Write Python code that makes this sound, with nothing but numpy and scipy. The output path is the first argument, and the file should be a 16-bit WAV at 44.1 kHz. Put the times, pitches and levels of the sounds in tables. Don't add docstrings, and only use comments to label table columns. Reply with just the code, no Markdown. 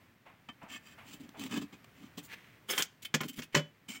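import sys
import numpy as np
from scipy import signal
from scipy.fft import rfft, irfft, next_fast_len
from scipy.io import wavfile
from scipy.ndimage import map_coordinates

SR = 44100
rng = np.random.default_rng(int(sys.argv[2]) if len(sys.argv) > 2 else 0)


def wav_out(sig):
    wavfile.write(sys.argv[1], SR, np.round(np.clip(np.atleast_2d(sig).T, -1, 1) * 32767).astype(np.int16))


N = 176400
T = np.arange(N) / SR

# start_s, length_s, grit_db, rumble_db, grit_tilt_db_per_oct
TILE_PUSHES = [(.628, 0.0035, -61.5, -47.5, 1), (1.04, 0.1, -55, -62, 2.5), (1.125, 0.024, -50, -52.5, 4),
               (1.194, 0.017, -59, -46.5, 1.5), (1.228, 0.016, -59.5, -50.5, -0.5),
               (1.287, 0.0012, -63, -48, -3), (1.36, .11, -48.5, -43, 1), (1.49, 0.085, -41.5, -39, -0.5),
               (1.55, 0.033, -51, -34, 1.5), (1.607, 0.02, -48, -40, 0), (1.722, 0.016, -53, -53.5, -1.5),
               (1.93, 0.14, -65.5, -58, 1), (2.02, 0.017, -59, -50, -1), (2.171, 0.013, -46, -42, 3),
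               (2.225, 0.028, -50, -65, 9)]
EDGE_CHAFES = [(.486, 0.0071, -42.5, -47.5, -5), (.68, 0.088, -46, -57, 1), (.815, 0.12, -58, -92, 2.5)]
FLOAT_BITE = [(2.697, 0.012, -31.5, -57, 1.5)]
FLOAT_SKIDS = [(3.02, 0.015, -47.5, -62, 5), (3.047, 0.0085, -37, -60, 3.5), (3.222, 0.041, -52.5, -43, 6),
               (3.278, 0.022, -42, -46.5, 6), (3.324, 0.021, -54, -57, 5), (3.352, 0.051, -50.5, -50.5, 7),
               (3.373, 0.022, -46, -46.5, -3), (3.42, 0.024, -49, -58.5, 2.5),
               (3.522, 0.025, -51.5, -62.5, -0.5)]
SPARE_LIFTS = [(3.881, 0.012, -43, -44, -0.5), (3.895, 0.025, -44.5, -83, -0.5),
               (3.93, 0.041, -47.5, -57, -1)]
# start_s, level_db, decay_s, tilt_db_per_oct
CRUNCHES = [(1.2916, -45.5, 0.0015, 1.5), (1.395, -39.5, 0.0035, 1.5), (1.4375, -38, 0.007, 2),
            (1.4635, -42, 0.0064, 0), (1.844, -48.5, .003, -1.5), (2.1806, -42.5, 0.0092, 1)]
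# start_s, clack_db, thud_db, clack_tilt_db_per_oct, modes_db, crack_decay_s
FLOAT_KNOCKS = [(2.7778, -23, -46.5, -1.5, 0, 0.0012), (2.822, -23, -55, 4, -22, 0.0026),
                (3.1403, -23, -22, -4, -4, 0.0036), (3.1456, -24.5, -37, 0, -3.5, 0.0056),
                (3.205, -35, -41.5, -7.5, 4, 0.012), (3.2096, -36.5, -35, 19, -22, 0.0036),
                (3.233, -39.5, -40, -5, -6.5, 0.0069), (3.3886, -44, -39, -3, 1.5, 0.013),
                (3.4195, -37, -51, -1, -3.5, 0.00083), (3.545, -26, -30, -9, -4, 0.0043),
                (3.5483, -19.5, -35, -3, 5, 0.0029), (3.5556, -30, -20.5, -1, -5.5, 0.0067),
                (3.569, -31, -26, -3.5, 2.5, 0.013), (3.593, -34, -34, -5.5, -9, 0.0015)]
# start_s, level_db, tilt_db_per_oct
FAR_STROKES = [(.253, -54, 3), (.61, -50, 0.5), (.974, -52, 4.5), (1.338, -52, -0.5)]

# time_s, rasp_db, treble_db
DRAG_LEVELS = [(2.67, -88, -82), (2.693, -37, -41.5), (2.708, -33, -37), (2.73, -39.5, -42.5),
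               (2.768, -40.5, -44), (2.785, -38, -36.5), (2.798, -36, -37.5), (2.812, -35, -37),
               (2.832, -43.5, -46), (2.865, -71, -63)]
# time_s, gain_db
SCUFF_LEVELS = [(2.28, -62), (2.336, -44), (2.366, -59.5), (2.56, -66.5), (2.65, -92)]
AIR_SWELL = [(0, 1.5), (.2, -2.5), (.57, 0), (1.0, 4), (1.8, 2.5), (2.25, 4), (3.1, -1.5)]

# centre_hz, width_hz, lift_db
BEDDED_TILE_PEAKS = [(716, 120, 6), (1174, 56, 11), (1632, 19, 3.5), (1778, 30, 15), (2195, 51, 10),
                     (2560, 28, 16), (3103, 47, 12), (4760, 63, 13.5), (5950, 81, 7), (7460, 270, 9.5)]
SPARE_TILE_PEAKS = [(2240, 59, 11.5), (3070, 60, 13), (5350, 41, 8), (7290, 35, 13.5), (8560, 40, 16.5)]
GLAZE_PEAKS = [(10670, 70, 9.5), (14800, 60, 11)]
FLOAT_EDGE_PEAKS = [(436, 120, 22), (2150, 75, 14), (5280, 60, 28), (6370, 64, 18.5), (10700, 90, 18),
                    (14700, 60, 20)]
# pitch_hz, held_db, free_db, t60_s
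FLOAT_MODES = [(153.7, -2, -1, 0.17), (238, -17, -17, 0.17), (455, -22, -2, 0.058), (573, -18, -2, 0.089),
               (1040, -18, -13.5, 0.089), (1440, -23, -27, 0.17), (1730, -16.5, -20, 0.089),
               (1956, -28, -11, 0.075), (2210, -8, -15, 0.068), (2467, -12.5, -15, 0.07),
               (3005, -33, -15, 0.15), (3152, -4.5, -26, 0.065), (3380, -27, -30.5, 0.26),
               (4260, -16.5, -18.5, 0.092), (5450, -18, -26, 0.055), (5740, -17, -18, 0.068),
               (6471, -30, -19, 0.083), (7350, -24, -16.5, 0.12)]

# freq_hz, gain_db
GRIT_EQ = [(50, -61), (200, -3), (560, -5.5), (850, -3), (1200, 0), (1500, -8.5), (2600, -1), (3300, -1),
           (5000, -11.5), (7500, -10), (12000, -25.5), (15500, -11)]
RUMBLE_EQ = [(50, -40), (110, -9), (160, -5), (205, 5), (245, 5), (285, 6), (345, -13.5), (420, -10),
             (550, -30), (1500, -48.5)]
CHAFE_EQ = [(50, -15), (200, -24), (600, -16.5), (2500, -6), (3300, -8.5), (4200, -19), (7500, -20),
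            (12000, -33), (15500, -21)]
DRAG_EQ = [(40, -37), (140, -11.5), (420, 0), (800, -6.5), (1400, -4), (2150, 2), (2700, -3), (3200, 3.5),
           (4100, -9), (8000, -3), (13000, -9), (15500, -3.5)]
CLACK_EQ = [(50, -57), (150, -7), (600, -19.5), (1000, -6.5), (2000, 0.5), (3200, 0), (4000, -6),
            (5500, -2), (7700, -5.5), (9200, -20.5), (13000, -19.5), (15500, -16.5)]
THUD_EQ = [(35, -77), (80, -27), (115, -23), (150, -10), (190, -6.5), (245, -1.5), (330, -9.5), (560, -8.5),
           (760, -22), (1500, -42.5)]
SKID_EQ = [(200, 5.5), (1000, -7), (1800, 2), (2500, 4.5), (3100, 6.5), (4000, -2), (5500, -7),
           (7700, -8.5), (9500, -15), (13000, -17), (15500, -10)]
LIFT_EQ = [(200, -25), (1000, -9.5), (1800, -8.5), (2400, -0.5), (3200, -5.5), (4300, -9.5), (8000, -8),
           (11000, -24), (15500, -9)]
SCUFF_EQ = [(200, -25), (850, -14.5), (1350, -9), (2100, -0.5), (4700, -18.5), (11000, -29.5), (15000, -24)]
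FAR_EQ = [(100, -10), (420, -7), (700, 3.5), (1100, -0.5), (1600, -7), (2400, -6.5), (3300, -17.5),
          (5000, -37), (15000, -47)]
AIR_EQ = [(15, -37), (25, -26.5), (110, 0), (277, -5.5), (427, -12.5), (900, -15.5), (2050, -13),
          (4250, -26), (11000, -35), (16000, -26.5)]
# freq_hz, gain_db
SIDE_EQ = [(3500, -80), (4500, -30), (8000, -22), (10000, -3.5), (15000, -10)]

SAND_PER_S, SLIPS_PER_S = 2400, 1500
MORTAR_LIFT_SHARE = 0.56


def slide(strokes, spectrum, peaks, release_s, detune=0):
    out, t = np.zeros(N), T[:SR // 3]
    for start_s, length_s, grit_db, rumble_db, tilt_db in strokes:
        effort = ramp(t, 0.41 * length_s) * np.exp(-np.maximum(t - length_s, 0) / release_s)
        sand = grains(len(t), SAND_PER_S, spread_db=2)
        slips = grains(len(t), SLIPS_PER_S, spread_db=-1.5)
        detuned = [(hz * (1 + detune * rng.uniform(-1, 1)), width_hz, db) for hz, width_hz, db in peaks]
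        grit = unit_rms(colour(ceramic_ring(sand * effort), spectrum, detuned, tilt_db))
        rumble = unit_rms(colour(slips * effort, RUMBLE_EQ))
        add(out, start_s, (from_db(grit_db) * grit + from_db(rumble_db) * rumble) * rms(effort))
    return out


def crunches():
    out, t = np.zeros(N), T[:SR // 5]
    for start_s, level_db, decay_s, tilt_db in CRUNCHES:
        add(out, start_s, from_db(level_db) * burst(np.exp(-t / decay_s), GRIT_EQ, tilt_db))
    return out


def grains(n, per_s, spread_db, clumps_per_s=110, clump_db=2):
    sizes = from_db(spread_db * np.minimum(rng.exponential(1, n), 4))
    catches = rng.standard_normal(n // 50)
    clumps = from_db(clump_db * np.interp(T[:n] * clumps_per_s, np.arange(len(catches)), catches))
    return (rng.random(n) < per_s / SR) * sizes * clumps * rng.choice([-1, 1], n)


def ceramic_ring(clicks, ring_db=-6):
    t = T[:SR // 5]
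    ring = rng.standard_normal(len(t)) * decay(t, t60_s=0.067)
    return clicks + from_db(ring_db) * convolve_unit(clicks, ring)


def float_drag(split_hz=4200, wander=0.06, turns_per_s=70):
    grit = colour(ceramic_ring(grains(N, per_s=3500, spread_db=3)), DRAG_EQ, GLAZE_PEAKS)
    rasp = signal.sosfilt(signal.butter(4, split_hz, "low", fs=SR, output="sos"), grit)
    treble = signal.sosfilt(signal.butter(4, split_hz, "high", fs=SR, output="sos"), grit)
    turns = rng.uniform(-1, 1, int(N / SR * turns_per_s) + 2)
    speed = 1 + wander * np.interp(T * turns_per_s, np.arange(len(turns)), turns)
    rasp = map_coordinates(rasp, [np.cumsum(speed)], order=3, mode="wrap")
    times_s, rasp_db, treble_db = np.transpose(DRAG_LEVELS)
    grind = unit_rms(rasp) * from_db(np.interp(T, times_s, rasp_db))
    grind += unit_rms(treble) * from_db(np.interp(T, times_s, treble_db))
    bite = slide(FLOAT_BITE, DRAG_EQ, FLOAT_EDGE_PEAKS, release_s=0.0079)
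    return bite + grind * (T > times_s[0]) * (T < times_s[-1])


def float_knocks(let_go_s=3.5, thud_below_hz=800, tail_db=-5.5, scatter_db=1.5):
    out, t = np.zeros(N), T[:SR // 3]
    crack_rise = ramp(t, rise_s=0.0017)
    thud_rise = 1 - np.exp(-t / 0.0053)
    thud_shape = thud_rise * decay(t, t60_s=0.075)
    for start_s, clack_db, thud_db, tilt_db, modes_db, crack_s in FLOAT_KNOCKS:
        clack_shape = crack_rise * (np.exp(-t / crack_s) + from_db(tail_db) * decay(t, t60_s=0.072))
        hit = from_db(clack_db) * burst(clack_shape, CLACK_EQ, tilt_db)
        hit += from_db(thud_db) * burst(thud_shape, THUD_EQ)
        for hz, held_db, free_db, t60_s in FLOAT_MODES:
            if hz < thud_below_hz:
                drive = from_db(thud_db) * thud_rise
            else:
                drive = from_db(clack_db + tilt_db * np.log2(hz / 3000)) * crack_rise
            gain_db = (held_db if start_s < let_go_s else free_db) + modes_db + rng.normal(0, scatter_db)
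            hit += drive * from_db(gain_db) * np.sin(2 * np.pi * hz * t) * decay(t, t60_s)
        add(out, start_s, hit)
    return out


def scuff():
    sand = colour(ceramic_ring(grains(N, SAND_PER_S, spread_db=-1.5)), SCUFF_EQ)
    level_db = np.interp(T, *np.transpose(SCUFF_LEVELS), left=-np.inf, right=-np.inf)
    return from_db(level_db) * unit_rms(sand)


def far_strokes(rise_s=0.013, t60_s=0.38):
    out, t = np.zeros(N), T[:SR // 2]
    shape = ramp(t, rise_s) * decay(np.maximum(t - rise_s, 0), t60_s)
    for start_s, level_db, tilt_db in FAR_STROKES:
        add(out, start_s, from_db(level_db) * burst(shape, FAR_EQ, tilt_db))
    return out


def room_reverb(x, wet_db=-21.5, lowpass_hz=3420):
    t = T[:SR // 2]
    tail = rng.standard_normal(len(t)) * decay(t, t60_s=0.26) * ramp(t, rise_s=0.00097)
    tail = signal.sosfilt(signal.butter(1, lowpass_hz, fs=SR, output="sos"), tail)
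    return from_db(wet_db) * convolve_unit(x, tail)


def room_tone(base_db=-63.5):
    air = unit_rms(colour(rng.standard_normal(N), AIR_EQ))
    return from_db(base_db + np.interp(T, *np.transpose(AIR_SWELL))) * air


def burst(shape, spectrum, tilt_db=0):
    puff = shape * rng.standard_normal(len(shape))
    return unit_rms(colour(puff, spectrum, tilt_db=tilt_db)) * rms(shape)


def colour(x, spectrum, peaks=(), tilt_db=0):
    size = 2 * next_fast_len(len(x))
    hz = np.maximum(np.fft.rfftfreq(size, 1 / SR), 10)
    points_hz, points_db = np.transpose(spectrum)
    curve_db = np.interp(np.log(hz), np.log(points_hz), points_db)
    gain = from_db(curve_db + tilt_db * np.log2(np.clip(hz, 500, 12000)))
    for centre_hz, width_hz, lift_db in peaks:
        gain *= np.sqrt(1 + (from_db(lift_db) ** 2 - 1) / (1 + (2 * (hz - centre_hz) / width_hz) ** 2))
    cepstrum = irfft(np.log(gain))[:size // 2]
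    cepstrum[1:] *= 2
    return irfft(rfft(x, size) * np.exp(rfft(cepstrum, size)))[:len(x)]


def convolve_unit(x, response):
    return signal.fftconvolve(x, response / np.sqrt(np.sum(response ** 2)))[:len(x)]


def ramp(t, rise_s):
    return np.minimum(t / rise_s, 1)


def decay(t, t60_s):
    return np.exp(-np.log(1000) * t / t60_s)


def from_db(db):
    return 10 ** (np.asarray(db) / 20)


def rms(x):
    return np.sqrt(np.mean(x ** 2) + 1e-20)


def unit_rms(x):
    return x / rms(x)


def add(out, start_s, x):
    i = int(start_s * SR)
    out[i:i + len(x)] += x[:N - i]


def scene(wide_from_s=3.02):
    damped_peaks = [(hz, width_hz, db * MORTAR_LIFT_SHARE) for hz, width_hz, db in BEDDED_TILE_PEAKS]
    near = slide(TILE_PUSHES, GRIT_EQ, damped_peaks, release_s=0.012, detune=0.025)
    near += slide(EDGE_CHAFES, CHAFE_EQ, BEDDED_TILE_PEAKS, release_s=0.0081)
    near += crunches() + scuff() + float_drag() + float_knocks()
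    near += slide(FLOAT_SKIDS, SKID_EQ, damped_peaks + GLAZE_PEAKS, release_s=0.0045)
    near += slide(SPARE_LIFTS, LIFT_EQ, SPARE_TILE_PEAKS, release_s=0.013)
    mid = near + room_tone() + room_reverb(near) + far_strokes()
    scatter = rng.standard_normal(SR // 200)
    side = colour(convolve_unit(mid * (T > wide_from_s), scatter), SIDE_EQ)
    return np.array([mid + side, mid - side])


def record(dry, cutoff_hz=15900):
    return signal.sosfilt(signal.ellip(12, .3, 80, cutoff_hz, fs=SR, output="sos"), dry)


dry = scene()
out = record(dry)
wav_out(out)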